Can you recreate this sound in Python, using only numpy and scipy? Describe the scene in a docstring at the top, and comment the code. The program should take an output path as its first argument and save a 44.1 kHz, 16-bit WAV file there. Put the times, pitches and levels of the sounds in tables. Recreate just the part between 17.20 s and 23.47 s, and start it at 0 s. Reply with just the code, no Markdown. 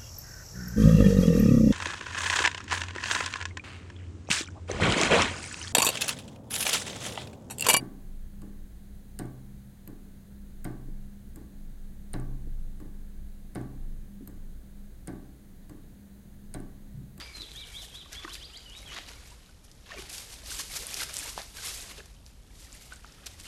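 """A songbird whistles one phrase over rustling leaves and a low rumble; a second bird calls far off.
The rustle is a wild sow and her piglets on the bank of a forest pool, some way from the listener.
Dry leaves crackle, twigs snap, and wet mud churns and plops under her hooves and snout.
The tree trunks scatter these sounds back as a short, soft echo."""
import sys
import numpy as np
from scipy import signal
from scipy.fft import rfft, irfft
from scipy.io import wavfile
from scipy.ndimage import uniform_filter1d

SR = 44100
rng = np.random.default_rng(int(sys.argv[2]) if len(sys.argv) > 2 else 0)


def put_to_file(sound):
    """Save the sound as 16-bit audio at rate SR, in the file named by the first command-line argument."""
    columns = np.atleast_2d(sound).T  # one column per channel
    safe = np.clip(columns, -1, 1)
    whole_steps = np.round(safe * 32767)
    wavfile.write(sys.argv[1], SR, whole_steps.astype(np.int16))


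N = 276507
TIME = np.arange(N) / SR

# The songbird's syllables. Each row: seconds into the syllable, pitch in Hz, relative level in dB.
PIP = [(0, 4470, -4), (0.022, 4740, -4), (.045, 5020, -15)]
FALL = [(0, 4170, -11), (.02, 4165, 2), (.055, 4020, -9.5), (.08, 3975, 5), (.127, 2900, -13)]
ARCH = [(0, 3170, -16), (.029, 3260, 1), (.052, 3850, -0.5), (.07, 4070, -4.5), (.091, 3500, -3),
        (.116, 2750, -4.5)]
RISE = [(0, 3120, -12), (.023, 3310, 0), (.043, 3460, 2), (.067, 3500, -17), (.1, 3640, -14)]
SWEEP = [(0, 2594, -13), (.018, 2994, -5), (.032, 3244, -2), (.045, 4005, 1), (.056, 4800, -0.5),
         (.07, 4920, -11)]
SCOOP = [(0, 3080, 1), (.035, 2854, -6), (.064, 2930, -1), (.092, 3640, -4), (.122, 3850, 1.5),
         (.147, 4100, -19)]
DIP = [(0, 3430, 3), (.031, 3047, -3), (.058, 2900, -1), (.098, 3660, -6), (.128, 3930, 0)]
# Its song. Each row: start in seconds, relative level in dB, syllable.
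PHRASE = [(.005, -38.5, PIP), (0.134, -41.5, FALL), (0.332, -40.5, ARCH), (0.528, -39.5, ARCH),
          (.718, -43, ARCH), (.945, -40.5, RISE), (1.084, -42.5, SWEEP), (1.198, -41.5, SWEEP),
          (1.319, -41.5, SWEEP), (1.453, -45.5, SCOOP), (1.657, -44.5, DIP)]
# The far bird's notes. Each row: start and length in seconds, pitch in Hz, relative level in dB.
FAR_NOTES = [(0, .12, 2325, -47), (0.337, .23, 2315, -51), (5.418, .22, 2286, -61)]
# The forest's echo. Each row: frequency in Hz, seconds it takes to fade by 60 dB.
ECHO_FADE = [(200, 0.27), (1500, 0.27), (4000, 0.47), (12000, 0.39)]
# Tone colours: how deep or bright each noise is. Each row: frequency in Hz, relative level in dB.
HUSH_COLOUR = [(20, -16.5), (100, -8.5), (200, -12), (330, -20), (600, -25), (1200, -32), (2500, -42),
               (4500, -34.5), (8000, -36.5), (12500, -36.5)]
RUMBLE_COLOUR = [(12, -21), (22, -4), (34, -2), (45, 0), (56, 3), (68, -5.5), (90, -10.5), (150, -23.5),
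                 (400, -52)]
DRY_LEAF_COLOUR = [(800, -32), (2000, -7.5), (3200, -4), (5000, -1), (7500, -2), (10000, -4), (12500, -3)]
DAMP_LEAF_COLOUR = [(150, -37), (400, -7), (900, -3.5), (1600, 1), (2700, 1), (4200, 0), (7000, -8.5),
                    (12500, -68)]
CRUNCH_COLOUR = [(200, 8), (900, -8), (2500, 2), (5000, 4), (8000, 1), (12500, -3.5)]
# The whole group's restless shuffling. Each row: time in seconds, relative level in dB.
SHUFFLE = [(0, -59.5), (.85, -60), (1.2, -58.5), (1.42, -61), (1.68, -57), (2.1, -60), (2.4, -69.5),
           (2.62, -66), (2.85, -58.5), (4.1, -54.5), (4.31, -65.5), (4.6, -55), (5.0, -70), (5.25, -69),
           (5.5, -60.5), (5.8, -64), (6.0, -60.5), (6.27, -62.5)]
# Steps and shoves. Each row: moment of full weight, rise time and fall time, all in seconds,
# then the levels of dry leaves and of damp leaves in dB.
STEPS = [(.005, 0.012, 0.037, -54, -42.5), (.175, 0.024, 0.096, -52, -53), (.35, 0.023, 0.063, -51, -64),
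         (.49, 0.034, 0.068, -56, -58), (.56, 0.051, 0.065, -51.5, -65), (.64, .04, 0.031, -47, -57),
         (.76, 0.026, 0.016, -53, -68), (.94, 0.024, 0.06, -69, -48), (1.046, 0.035, .012, -67, -50.5),
         (1.083, .006, 0.028, -54, -48), (1.14, 0.015, 0.018, -45, -67), (1.58, .015, 0.033, -51.5, -59),
         (1.776, 0.079, 0.03, -58.5, -42.5), (1.89, 0.022, 0.074, -53.5, -49), (2.06, .02, 0.056, -55, -62),
         (2.45, 0.012, .012, -56, -66), (2.725, 0.053, 0.14, -63, -48.5), (2.795, 0.034, 0.065, -48, -49.5),
         (2.95, 0.037, 0.092, -41.5, -51.5), (3.14, .03, 0.036, -47.5, -61), (3.326, 0.059, 0.1, -38, -48),
         (3.4, 0.034, 0.02, -37.5, -48.5), (3.56, 0.069, 0.075, -38, -46), (3.74, 0.069, .04, -42, -46.5),
         (3.82, 0.035, .02, -34, -39.5), (3.895, .008, 0.011, -43, -43), (3.98, 0.053, 0.18, -40.5, -50),
         (4.09, 0.092, 0.019, -47, -46.5), (4.2, .025, 0.02, -51, -43), (4.38, 0.03, 0.09, -43, -46.5),
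         (4.48, .05, 0.095, -37, -44), (4.61, 0.051, .04, -46, -62), (4.72, 0.068, 0.043, -50.5, -49.5),
         (4.799, 0.031, 0.0083, -52.5, -48.5), (5.08, 0.02, .03, -60, -65), (5.45, 0.096, .04, -53, -81),
         (5.55, 0.027, .04, -52.5, -63), (5.62, 0.011, 0.084, -53, -70), (5.735, 0.028, 0.011, -57, -52),
         (5.85, 0.012, 0.021, -80, -56), (6.07, 0.008, 0.013, -46, -46), (6.2, 0.017, 0.034, -52, -57),
         (6.265, 0.031, .05, -49.5, -50.5)]
# Hooves crushing leaves. Each row: middle in seconds, level in dB, half length in seconds.
CRUNCHES = [(0.17, -50, 0.013), (0.928, -45, 0.0066), (0.951, -44.5, .0061), (1.747, -50.5, .004),
            (1.889, -51, 0.0044), (2.899, -41, 0.0054), (2.947, -46, .0046), (2.984, -38.5, 0.0037),
            (3.261, -42, 0.0023), (3.401, -36, 0.012), (3.773, -34.5, .0058), (3.834, -32, 0.0039),
            (4.094, -38.5, 0.0036), (4.371, -39, .0018), (4.454, -38, .0045), (6.063, -45, .002),
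            (6.068, -33.5, 0.0016), (6.201, -42.5, 0.0013)]
# Air pockets popping in mud and water.
# Each row: start in seconds, peak level in dB, starting pitch in Hz, fade time in seconds.
PLOPS = [(.859, -48, 1130, 0.005), (1.046, -39, 326, 0.011), (1.05, -31.5, 1160, 0.0024),
         (1.048, -33.5, 1830, .002), (1.0777, -35, 1460, 0.0031), (1.08, -39.5, 1060, 0.0086),
         (1.764, -35, 1820, .0023), (1.768, -38, 1050, .002), (1.786, -37, 806, .0012),
         (2.117, -49, 957, 0.01), (2.292, -53, 1450, 0.0059), (2.706, -42, 1120, 0.0056),
         (2.718, -33, 1780, 0.0041), (2.775, -39, 2330, 0.01), (2.791, -40, 359, 0.0061),
         (3.3174, -34.5, 1480, .002), (3.397, -36, 1060, 0.003), (3.819, -28, 1400, 0.00088),
         (4.178, -22, 850, 0.00069), (4.194, -33, 740, .0007), (4.2015, -34.5, 726, 0.002),
         (4.804, -38.5, 1630, 0.0024), (5.7224, -36, 1460, 0.0057), (5.846, -34.5, 1300, 0.00089)]
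# Mud hollows opening or filling.
# Each row: start and end in seconds, level in dB, first and last pitch in Hz.
GURGLES = [(0.152, 0.26, -55.5, 300, 360), (1.043, 1.117, -59, 332, 332), (2.713, 2.767, -51, 700, 590),
           (2.756, 2.805, -50.5, 420, 350), (3.573, 3.671, -54, 380, 590), (3.757, 3.843, -58.5, 360, 410),
           (4.773, 4.82, -53, 445, 400)]
# Twigs and stalks breaking. Each row: start in seconds, peak level in dB, pitch in Hz.
SNAPS = [(0.2193, -26.5, 4000), (.3168, -31, 4300), (0.93, -26.5, 5900), (1.094, -33, 5000),
         (1.144, -28, 4570), (1.153, -27, 2900), (1.4985, -37, 6170), (1.7865, -26, 2860),
         (2.515, -37.5, 6060), (3.6684, -21.5, 9300), (3.7429, -16.5, 5850), (3.941, -21.5, 8400),
         (3.968, -14, 6470), (3.9894, -18.5, 8250), (3.996, -22, 7800), (4.101, -26, 7700),
         (4.177, -29, 4630), (4.2176, -28, 4850), (4.858, -38, 6960), (5.064, -34.5, 4750),
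         (5.528, -34, 7000), (5.7355, -33.5, 9400), (6.0604, -28.5, 6400), (6.065, -31, 9400)]


def from_db(db):
    """Turns decibels into a gain, the number a sound is multiplied by."""
    return 10 ** (np.asarray(db) / 20)


def unit(x):
    """Scales x to an average strength (rms) of 1."""
    return x / np.sqrt(np.mean(x ** 2) + 1e-20)


def at_hz(points, hz):
    """Reads between a table's rows, with frequencies spaced by octaves."""
    f, value = np.transpose(points)
    return np.interp(np.log(hz + 1), np.log(f + 1), value)


def coloured(x, colour):
    """Filters x by a tone colour (rows of Hz, dB) and sets its strength to 1."""
    gains = from_db(at_hz(colour, np.fft.rfftfreq(len(x), 1 / SR)))
    return unit(irfft(rfft(x) * gains, len(x)))


def add(mix, start_s, sound):
    """Adds a sound to the mix at the given time."""
    part = mix[max(round(start_s * SR), 0):][:len(sound)]
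    part += sound[:len(part)]


def ring(hz, fade_s, glide):
    """A dying tone of peak 1; every fade_s its pitch rises by glide times hz."""
    t = np.arange(int(7 * fade_s * SR) + 8) / SR
    tone = np.sin(2 * np.pi * hz * t * (1 + glide * t / fade_s / 2))
    wave = tone * np.exp(-t / fade_s) * (1 - np.exp(-2 * hz * t))
    return wave / abs(wave).max()


def grains(per_s, spread_db, low_hz, high_hz, fade_cycles, glide=0, pitches=32):
    """A steady rain of tiny ringing sounds, most of them weak and a few strong."""
    chance, size, kind = rng.random(N), rng.exponential(1, N), rng.integers(0, pitches, N)
    kicks = from_db(spread_db * np.minimum(size, 4.5)) * rng.choice([-1, 1], N)
    starts = np.flatnonzero(chance < per_s / SR)
    out = np.zeros(N)
    for k, hz in enumerate(np.geomspace(low_hz, high_hz, pitches)):
        grain = hz * ring(hz, fade_cycles / hz, glide)
        at = starts[kind[starts] == k, None]
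        samples = at + np.arange(len(grain))
        out += np.bincount(samples.ravel(), (kicks[at] * grain).ravel(), N)[:N]  # sums the copies
    return unit(out)


def wobble(depth_db, smooth_s):
    """A gain that drifts up and down at random."""
    hop = 64
    samples = np.arange(2 * N // hop) * hop
    bell = np.exp(-(np.arange(-60, 61) * hop / SR / smooth_s) ** 2)
    drift = unit(np.convolve(rng.standard_normal(len(samples)), bell, "same"))
    return unit(from_db(depth_db * np.interp(np.arange(N), samples, drift)))


def whistle(hz, db, waver, flutter_db):
    """One pure gliding whistle, a little unsteady in pitch and strength."""
    drift, flutter = unit(uniform_filter1d(rng.standard_normal((2, SR // 2)), size=220))[:, :len(hz)]
    pitch = uniform_filter1d(hz, size=350) * (1 + waver * drift)
    loudness = np.sqrt(2) * from_db(db + flutter_db * flutter) * signal.windows.tukey(len(hz), .12)
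    return loudness * np.sin(2 * np.pi * np.cumsum(pitch) / SR)


def songbird():
    """The near bird strings whistled syllables into one phrase."""
    out = np.zeros(N)
    for start, level_db, syllable in PHRASE:
        times, hz, db = np.transpose(syllable)
        t = np.arange(0, times[-1], 1 / SR)
        pitch, level = np.interp(t, times, hz), level_db + np.interp(t, times, db)
        add(out, start, whistle(pitch, level, waver=.006, flutter_db=3))
    return out


def branches(song, bounce_db=-18, count=6):
    """Quick echoes from branches and the ground overlap a gliding whistle and make it quiver."""
    out = song.copy()
    for delay_s, sign in zip(rng.uniform(.00189, .027, count), rng.choice([-1, 1], count)):
        add(out, delay_s, sign * from_db(bounce_db) * song)
    return out


def far_bird(droop_hz=153):
    """A bird deep in the wood holds notes that droop as they end."""
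    out = np.zeros(N)
    for start, length, hz, db in FAR_NOTES:
        progress = np.linspace(0, 1, int(length * SR))
        add(out, start, whistle(hz - droop_hz * progress ** 3, db, waver=.012, flutter_db=4))
    return out


def forest(sound, echoes_per_s=1500, gap_s=.006):
    """Trunks send back many faint echoes; the high ones last longer than the low ones."""
    echoes = rng.standard_normal(SR) * (rng.random(SR) < echoes_per_s / SR)
    echoes *= np.arange(SR) > gap_s * SR
    hz, t, spectrum = signal.stft(echoes, SR, nperseg=256)
    fade = np.exp(-np.log(1000) * t / at_hz(ECHO_FADE, hz)[:, None])
    tail = signal.istft(spectrum * fade, SR, nperseg=256)[1]
    return signal.fftconvolve(sound, tail / np.linalg.norm(tail))[:N]


def air(hush_db=-58.5, rumble_db=-52.5):
    """The wood's steady hush, over a low rumble that swells and sinks."""
    hush, rumble = rng.standard_normal((2, N))
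    rumble = coloured(rumble, RUMBLE_COLOUR) * wobble(depth_db=1.2, smooth_s=.044)
    return from_db(hush_db) * coloured(hush, HUSH_COLOUR) + from_db(rumble_db) * rumble


def stirring(shuffle):
    """Gains for dry leaves, damp leaves and mud: each step swells under the weight, then fades."""
    dry_power, damp_power = np.zeros((2, N))
    for peak, rise, fall, dry_db, damp_db in STEPS:
        falloff = np.where(TIME < peak, ((TIME - peak) / rise) ** 2, (TIME - peak) / fall)
        press = np.exp(-np.minimum(falloff, 20))
        dry_power += (from_db(dry_db) * press) ** 2
        damp_power += (from_db(damp_db) * press) ** 2
    dry = np.hypot(np.sqrt(dry_power), from_db(-1.7) * shuffle)
    damp = np.hypot(np.sqrt(damp_power), shuffle)
    churn = np.hypot(from_db(-13) * np.sqrt(damp_power), from_db(-4) * shuffle)
    return dry, damp, churn


def fallen_leaves(dry_gain, damp_gain):
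    """Dry leaves crackle brightly, damp ones dully; a hoof crushes many at once."""
    leaves = grains(per_s=8000, spread_db=1, low_hz=1980, high_hz=12800, fade_cycles=.94)
    stalks = grains(per_s=210, spread_db=3.5, low_hz=2500, high_hz=11000, fade_cycles=2.2)
    dry = coloured(leaves + from_db(-9.5) * stalks, DRY_LEAF_COLOUR)
    damp = grains(per_s=2800, spread_db=1, low_hz=300, high_hz=9330, fade_cycles=1.14)
    crunch = grains(per_s=7500, spread_db=2.5, low_hz=623, high_hz=13200, fade_cycles=.95)
    weight = sum(from_db(db) * np.exp(-.5 * ((TIME - mid) / half) ** 2) for mid, db, half in CRUNCHES)
    rustle = dry * dry_gain + coloured(damp, DAMP_LEAF_COLOUR) * damp_gain
    rustle *= wobble(depth_db=1.5, smooth_s=.0061)  # leaves give way in small bunches
    return rustle + weight * coloured(crunch, CRUNCH_COLOUR)


def ticks(shuffle):
    """Tiny twigs break at random under the shuffling piglets."""
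    breaks = grains(per_s=35, spread_db=2.5, low_hz=2800, high_hz=7950, fade_cycles=2.2)
    return from_db(-6) * breaks * shuffle


def mud(churn):
    """Small bubbles squelch in the churned mud; bigger pockets plop with a rising pitch."""
    squelch = grains(per_s=500, spread_db=2.5, low_hz=284.2, high_hz=1300, fade_cycles=3.2, glide=.031)
    out = coloured(squelch, [(150, 16), (330, -1.5), (700, -4), (1400, -14)]) * churn
    for start, db, hz, fade_s in PLOPS:
        add(out, start, from_db(db) * ring(hz, fade_s, glide=.024))
    return out


def thuds(churn):
    """The soft bank thuds dully under the sow's weight as she churns it."""
    knocks = grains(per_s=120, spread_db=1, low_hz=54.7, high_hz=219, fade_cycles=1.07)
    dull = coloured(knocks, [(30, -5), (65, 1.5), (110, -8), (170, -9), (300, -22), (800, -50)])
    return from_db(-3) * dull * churn


def drips(dry_gain, damp_gain):
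    """Flung drops fall back and ring as bubbles, louder when the ground is stirred harder."""
    bubbles = grains(per_s=150, spread_db=3, low_hz=819, high_hz=2987, fade_cycles=12, glide=.029)
    droplets = grains(per_s=170, spread_db=1, low_hz=3000, high_hz=10140, fade_cycles=35, glide=.024)
    bubbles = coloured(bubbles, [(400, 8), (900, -4.5), (1600, -.5), (3000, -.5)])
    return from_db(-6.5) * bubbles * damp_gain + from_db(-11.5) * droplets * dry_gain


def gurgles(width_hz=150):
    """Sucking mud makes the air in a hollow ring; the pitch slides as the hollow changes size."""
    out = np.zeros(N)
    pole = np.exp(-np.pi * width_hz / SR)
    suctions = rng.standard_normal((len(GURGLES), SR // 2))
    for (start, end, db, first_hz, last_hz), suction in zip(GURGLES, suctions):
        hz = np.geomspace(first_hz, last_hz, int((end - start) * SR))
        turn = np.exp(2j * np.pi * np.cumsum(hz) / SR)
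        # Shift the noise down, smooth it, shift it back: a band around the pitch is left.
        smooth = signal.lfilter([1], np.poly([pole, pole]), suction[:len(hz)] / turn)
        hollow = unit((turn * smooth).real)
        add(out, start, from_db(db) * hollow * signal.windows.tukey(len(hz), .5))
    return out


def twigs(crack_s=.00036, splinter_db=-17, splinter_s=.0063):
    """A sharp break makes a twig ring for an instant; splintering fibres follow."""
    out, t = np.zeros(N), np.arange(1024) / SR
    force = np.exp(-t / crack_s) + from_db(splinter_db) * np.exp(-t / splinter_s)
    for (start, db, hz), fibres in zip(SNAPS, rng.standard_normal((len(SNAPS), len(t)))):
        snap = signal.lfilter(*signal.iirpeak(hz, Q=3.7, fs=SR), fibres * force)
        add(out, start, from_db(db) * snap / abs(snap).max())
    return out


def scene():
    """Mixes birds, pigs and air into one channel; the far bird is heard only as an echo."""
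    shuffle = from_db(np.interp(TIME, *np.transpose(SHUFFLE)))
    dry_gain, damp_gain, churn = stirring(shuffle)
    pigs = fallen_leaves(dry_gain, damp_gain) + twigs() + ticks(shuffle)
    pigs += mud(churn) + gurgles() + drips(dry_gain, damp_gain)
    near, far = branches(songbird()), far_bird()
    echoes = forest(from_db(-10.5) * pigs + from_db(-11.5) * near + from_db(-8) * far)
    return (pigs + thuds(churn) + from_db(-5) * near + echoes + air())[None]


def record(dry, cutoff_hz=12620):
    """Cuts away the highest treble."""
    low_pass = signal.firwin(401, cutoff_hz, window=("kaiser", 8), fs=SR)
    return signal.oaconvolve(dry, low_pass[None], "same")


dry = scene()
out = record(dry)
put_to_file(out)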